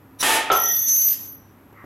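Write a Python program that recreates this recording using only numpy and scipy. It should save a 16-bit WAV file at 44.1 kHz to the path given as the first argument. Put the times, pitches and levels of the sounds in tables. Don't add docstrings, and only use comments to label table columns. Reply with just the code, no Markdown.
import sys
import numpy as np
from scipy import signal
from scipy.fft import rfft, irfft
from scipy.io import wavfile

SR = 44100
rng = np.random.default_rng(int(sys.argv[2]) if len(sys.argv) > 2 else 0)


def dump_mix(stems):
    frames = np.atleast_2d(stems).T
    limited = np.clip(frames, -1, 1)
    pcm = np.round(limited * 32767).astype(np.int16)
    wavfile.write(sys.argv[1], SR, pcm)


N = 81585
T = np.arange(N) / SR


def amp(db):
    return 10 ** (np.asarray(db) / 20)


def unit(x):
    return x / np.sqrt(np.mean(abs(x) ** 2) + 1e-20)


def read(points, hz):
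    f, value = np.transpose(points)
    return np.interp(np.log(hz + 1), np.log(f + 1), value)


def level(points):
    s, db = np.transpose(points)
    gate = np.interp(T, [s[0] - .003, s[0], s[-1], s[-1] + .04], [0, 1, 1, 0])
    return amp(np.interp(T, s, db)) * gate


def noise(colour):
    gain = amp(read(colour, np.fft.rfftfreq(N, 1 / SR)))
    return unit(irfft(rfft(rng.standard_normal(N)) * gain, N))


def drift(width_hz):
    hz = np.fft.fftfreq(N, 1 / SR)
    spectrum = rng.standard_normal(N) + 1j * rng.standard_normal(N)
    return unit(np.fft.ifft(spectrum / (1 + (hz / width_hz) ** 2)))


def resonance(hz, width_hz, steadiness=.5):
    motion = drift(width_hz)
    envelope = motion / (abs(motion) + 1e-9) ** steadiness
    return unit((envelope * np.exp(2j * np.pi * hz * T)).real)


def struck(start_s, t60_s, attack_s=0.00045):
    age = np.maximum(T - start_s, 0)
    return np.minimum(age / attack_s, 1) * 1000. 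** (-age / t60_s)


# frequency_hz, gain_db
ROOM_NOISE = [(20, -36), (45, -12), (280, -6.5), (560, -17.5), (1100, -18), (2400, -29), (4300, -40.5),
              (15500, -43.5)]
# pitch_hz, level_db
HUM_TONES = [(100, -58), (268, -59.5)]
def background():
    hum = sum(amp(db) * resonance(hz, 2.6) for hz, db in HUM_TONES)
    return amp(-51.5) * noise(ROOM_NOISE) + hum + amp(-66) * resonance(hz=11850, width_hz=350)


# start_s, level_db
HAND_BUMPS = [(1.727, -38), (1.841, -37.5)]
# frequency_hz, gain_db
BUMP_SPECTRUM = [(60, -14), (400, 0), (4000, -40)]
def hand_bumps(t60_s=0.039):
    return noise(BUMP_SPECTRUM) * sum(amp(db) * struck(s, t60_s) for s, db in HAND_BUMPS)


# time_s, level_db
SCRAPE_LEVEL = [(1.74, -63), (1.79, -50), (1.84, -51)]
# pitch_hz, gain_db
SCRAPE_MODES = [(1290, 0), (2120, -1)]
def hand_scrape(width_hz=170, sag_per_s=1.2):
    age = np.maximum(T - SCRAPE_LEVEL[0][0], 0)
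    phase_per_hz = 2 * np.pi * np.cumsum(1 - sag_per_s * age) / SR
    modes = sum(amp(db) * unit((drift(width_hz) * np.exp(1j * hz * phase_per_hz)).real)
                for hz, db in SCRAPE_MODES)
    return level(SCRAPE_LEVEL) * modes


# start_s, length_s, pitch_hz, level_db
VALVE_SQUEAKS = [(.658, .07, 3205, -39.5), (.658, .09, 5280, -44), (.66, .22, 3520, -44)]
def valve_squeaks(width_hz=45, fade_db=7):
    return sum(level([(s, db), (s + length, db - fade_db)]) * resonance(hz, width_hz)
               for s, length, hz, db in VALVE_SQUEAKS)


# time_s, level_db
LEAK_LEVEL = [(.518, -28), (.63, -48), (.76, -42), (.85, -46.5), (.9, -40.5), (1.14, -37.5), (1.19, -47),
              (1.26, -49.5), (1.37, -86)]
# frequency_hz, gain_db
LEAK_SPECTRUM = [(600, -25.5), (2600, -4), (4000, -7.5), (4900, 0), (6400, 5), (8300, -8), (12300, 4.5),
                 (13500, -32)]
SPUTTER_SPECTRUM = [(500, -34), (3400, -7), (5000, 0), (12000, -3), (14500, -42.5)]
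# start_s, level_db, tilt_db_per_octave
SPUTTERS = [(.5175, -29.5, 1), (.765, -28.5, -3), (.8848, -22.5, 1), (.8955, -25.5, -2), (.963, -24, -1),
            (1.0166, -24.5, 1), (1.0852, -23.5, -1), (1.1062, -25, 0), (1.129, -27.5, -1)]
def valve_leak(grain_db=3, grain_hz=250, sputter_t60_s=.016):
    out = level(LEAK_LEVEL) * unit(noise(LEAK_SPECTRUM) * amp(grain_db * drift(grain_hz).real))
    for s, db, tilt in SPUTTERS:
        colour = [(hz, base_db + tilt * np.log2(hz)) for hz, base_db in SPUTTER_SPECTRUM]
        out += amp(db) * struck(s, sputter_t60_s) * noise(colour)
    return out


# time_s, level_db
SQUEAL_A = [(.53, -40), (.572, -29), (.592, -34), (.625, -24), (.748, -26), (.756, -37), (.795, -28),
            (.84, -37.5), (.878, -22.5), (.94, -26.5), (.96, -36), (1.0, -30), (1.085, -30.5), (1.11, -44),
            (1.28, -56), (1.52, -75)]
SQUEAL_B = [(.519, -33), (.63, -37), (.667, -24), (.765, -39), (.79, -27), (.85, -31), (.89, -20.5),
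            (1.04, -25), (1.08, -42), (1.29, -54)]
SQUEAL_C = [(.519, -42), (.555, -24.5), (.72, -25), (.77, -21.5), (.88, -26.5), (1.01, -20), (1.1, -33.5),
            (1.32, -43), (1.46, -68)]
SQUEAL_D = [(.519, -34), (.77, -25), (.93, -26), (.98, -22), (1, -36), (1.065, -15), (1.135, -20.5),
            (1.165, -42), (1.33, -42), (1.45, -74.5)]
SQUEAL_E = [(.53, -43), (.87, -49), (.885, -39), (.97, -35), (1.0, -42), (1.13, -46), (1.25, -63)]
MOAN = [(.55, -42), (.7, -38), (.77, -50), (1.13, -55), (1.26, -68)]
# envelope, settled_pitch_hz, early_offset_hz
VALVE_TONES = [(SQUEAL_A, 5902, 24), (SQUEAL_B, 6243, -27), (SQUEAL_C, 11720, 8), (SQUEAL_D, 12128, -13.5),
               (SQUEAL_E, 9618, 0), (MOAN, 1875, 22)]
def valve_squeal(settle_s=.76, settle_span_s=.04, weak_db=-49, waver_hz=5, flutter_hz=30.06):
    early = .5 - .5 * np.tanh((T - settle_s) / settle_span_s)
    out = np.zeros(N)
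    for envelope, hz, offset_hz in VALVE_TONES:
        gain = level(envelope)
        weakness = 1 / (1 + (gain / amp(weak_db)) ** 2)
        unsteady = np.maximum(early, weakness)
        fuzz = .22 + .34 * unsteady
        depth = .2 + .4 * unsteady
        pitch_hz = hz + offset_hz * early + waver_hz * drift(9.2).real
        carrier = np.exp(2j * np.pi * np.cumsum(pitch_hz) / SR)
        rate_hz = flutter_hz * (1 + .5 * drift(10).real)
        flutter = 1 + depth * np.sin(2 * np.pi * np.cumsum(rate_hz) / SR)
        modulation = flutter + fuzz * drift(width_hz=95)
        rms = np.sqrt((1 + fuzz ** 2 + depth ** 2 / 2) / 2)
        out += gain * (modulation * carrier).real / rms
    return out


# pitch_hz, gain_db
OPENING_TONES = [(3900, -5), (5720, 0.5), (10100, -1)]
def valve_opening(start_s=0.19, peak_s=0.21, end_s=0.2214, low_db=-47, peak_db=-23):
    tones = unit(sum(amp(db) * resonance(hz, width_hz=190) for hz, db in OPENING_TONES))
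    hiss = amp(-3) * rng.standard_normal(N)
    swell = level([(start_s, low_db), (peak_s, peak_db), (end_s, peak_db), (end_s + .003, low_db)])
    return swell * (tones + hiss)


# frequency_hz, gain_db
BLAST_SPECTRUM = [(130, -29), (270, -14), (390, -12), (490, -16), (780, -9), (1050, -15), (3200, -12.5),
                  (4300, -20.5), (11300, -18.5), (15800, -34)]
# frequency_hz, decay_db_per_s
BLAST_DECAY = [(300, 110), (2200, 90), (14000, 280)]
# pitch_hz, level_db
TUBE_MODES = [(1245, -33), (1810, -29), (2560, -35), (11140, -38)]
# time_s, level_db
HOOT_LEVEL = [(.27, -33), (.298, -19.5), (.325, -26), (.375, -25), (.43, -42)]
def gas_blast(start_s=.2265, hold_s=0.13, attack_s=0.0017, hoot_hz=888):
    hz, t, spectrum = signal.stft(noise(BLAST_SPECTRUM), SR, nperseg=256)
    loss_db = read(BLAST_DECAY, hz)[:, None] * np.maximum(t - start_s - hold_s, 0)
    rush = amp(-19.5) * signal.istft(spectrum * amp(-loss_db), SR, nperseg=256)[1][:N]
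    fading_s = np.maximum(T - start_s - hold_s, 0)
    tube = sum(amp(db - read(BLAST_DECAY, f) * fading_s) * resonance(f, width_hz=30)
               for f, db in TUBE_MODES)
    hoot = level(HOOT_LEVEL) * resonance(hoot_hz, width_hz=6, steadiness=1)
    pop = amp(-21) * struck(start_s, t60_s=0.065) * noise(BLAST_SPECTRUM)
    onset = np.clip((T - start_s) / attack_s, 0, 1)
    return onset * (rush + tube + hoot) + pop


# start_s, gain_db
IMPACTS = [(.5008, -0.5), (.5155, -13.5)]
# frequency_hz, gain_db
IMPACT_SPECTRUM = [(80, -29), (290, -20), (390, -11.5), (800, -7.5), (1400, -11.5), (1900, -24),
                   (3200, -14.5), (5000, -31)]
# pitch_hz, level_db
METAL_MODES = [(394, -32), (544, -30), (740, -30), (806, -27), (1317, -19.5), (1354, -21)]
def metal_thump(ring_t60_s=0.43, body_t60_s=0.37, cutoff_hz=4200):
    ring = sum(amp(db) * resonance(hz, width_hz=11, steadiness=0.98) for hz, db in METAL_MODES)
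    body = amp(-17.8) * noise(IMPACT_SPECTRUM)
    blows = sum(amp(db) * (struck(s, ring_t60_s) * ring + struck(s, body_t60_s) * body)
                for s, db in IMPACTS)
    return signal.sosfilt(signal.butter(4, cutoff_hz, fs=SR, output="sos"), blows)


# frequency_hz, t60_s
ROOM_DECAY = [(4000, 0.49), (14000, 0.19)]
# frequency_hz, side_to_mid_ratio
ROOM_WIDTH = [(200, .15), (2000, 0.43)]
def place(x, pan_db, wet_db):
    reflections = rng.standard_normal((2, SR // 2)) * (np.arange(SR // 2) > .004 * SR)
    hz, t, spectrum = signal.stft(reflections, SR, nperseg=256)
    spectrum[1] *= read(ROOM_WIDTH, hz)[:, None]
    decay = 1000. ** (-t / read(ROOM_DECAY, hz)[:, None])
    tail = signal.istft(spectrum * decay, SR, nperseg=256)[1]
    tail /= np.linalg.norm(tail[0])
    mid, side = amp(wet_db) * signal.fftconvolve(x[None], tail, axes=1)[:, :N]
    return np.array([(x + mid + side) * amp(pan_db / 2), (x + mid - side) * amp(-pan_db / 2)])


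def scene():
    return (place(background() + hand_bumps() + hand_scrape(), pan_db=0, wet_db=-13)
            + place(valve_opening() + gas_blast(), pan_db=-0.6, wet_db=-9.5)
            + place(metal_thump(), pan_db=-.4, wet_db=-10)
            + place(valve_squeal(), pan_db=-1.7, wet_db=-10.5)
            + place(valve_leak() + valve_squeaks(), pan_db=-1, wet_db=-8))


def record(dry):
    lowpass = signal.firwin(511, cutoff=15900, window=("kaiser", 9), fs=SR)
    return signal.oaconvolve(dry, lowpass[None], "same")


dry = scene()
out = record(dry)
dump_mix(out)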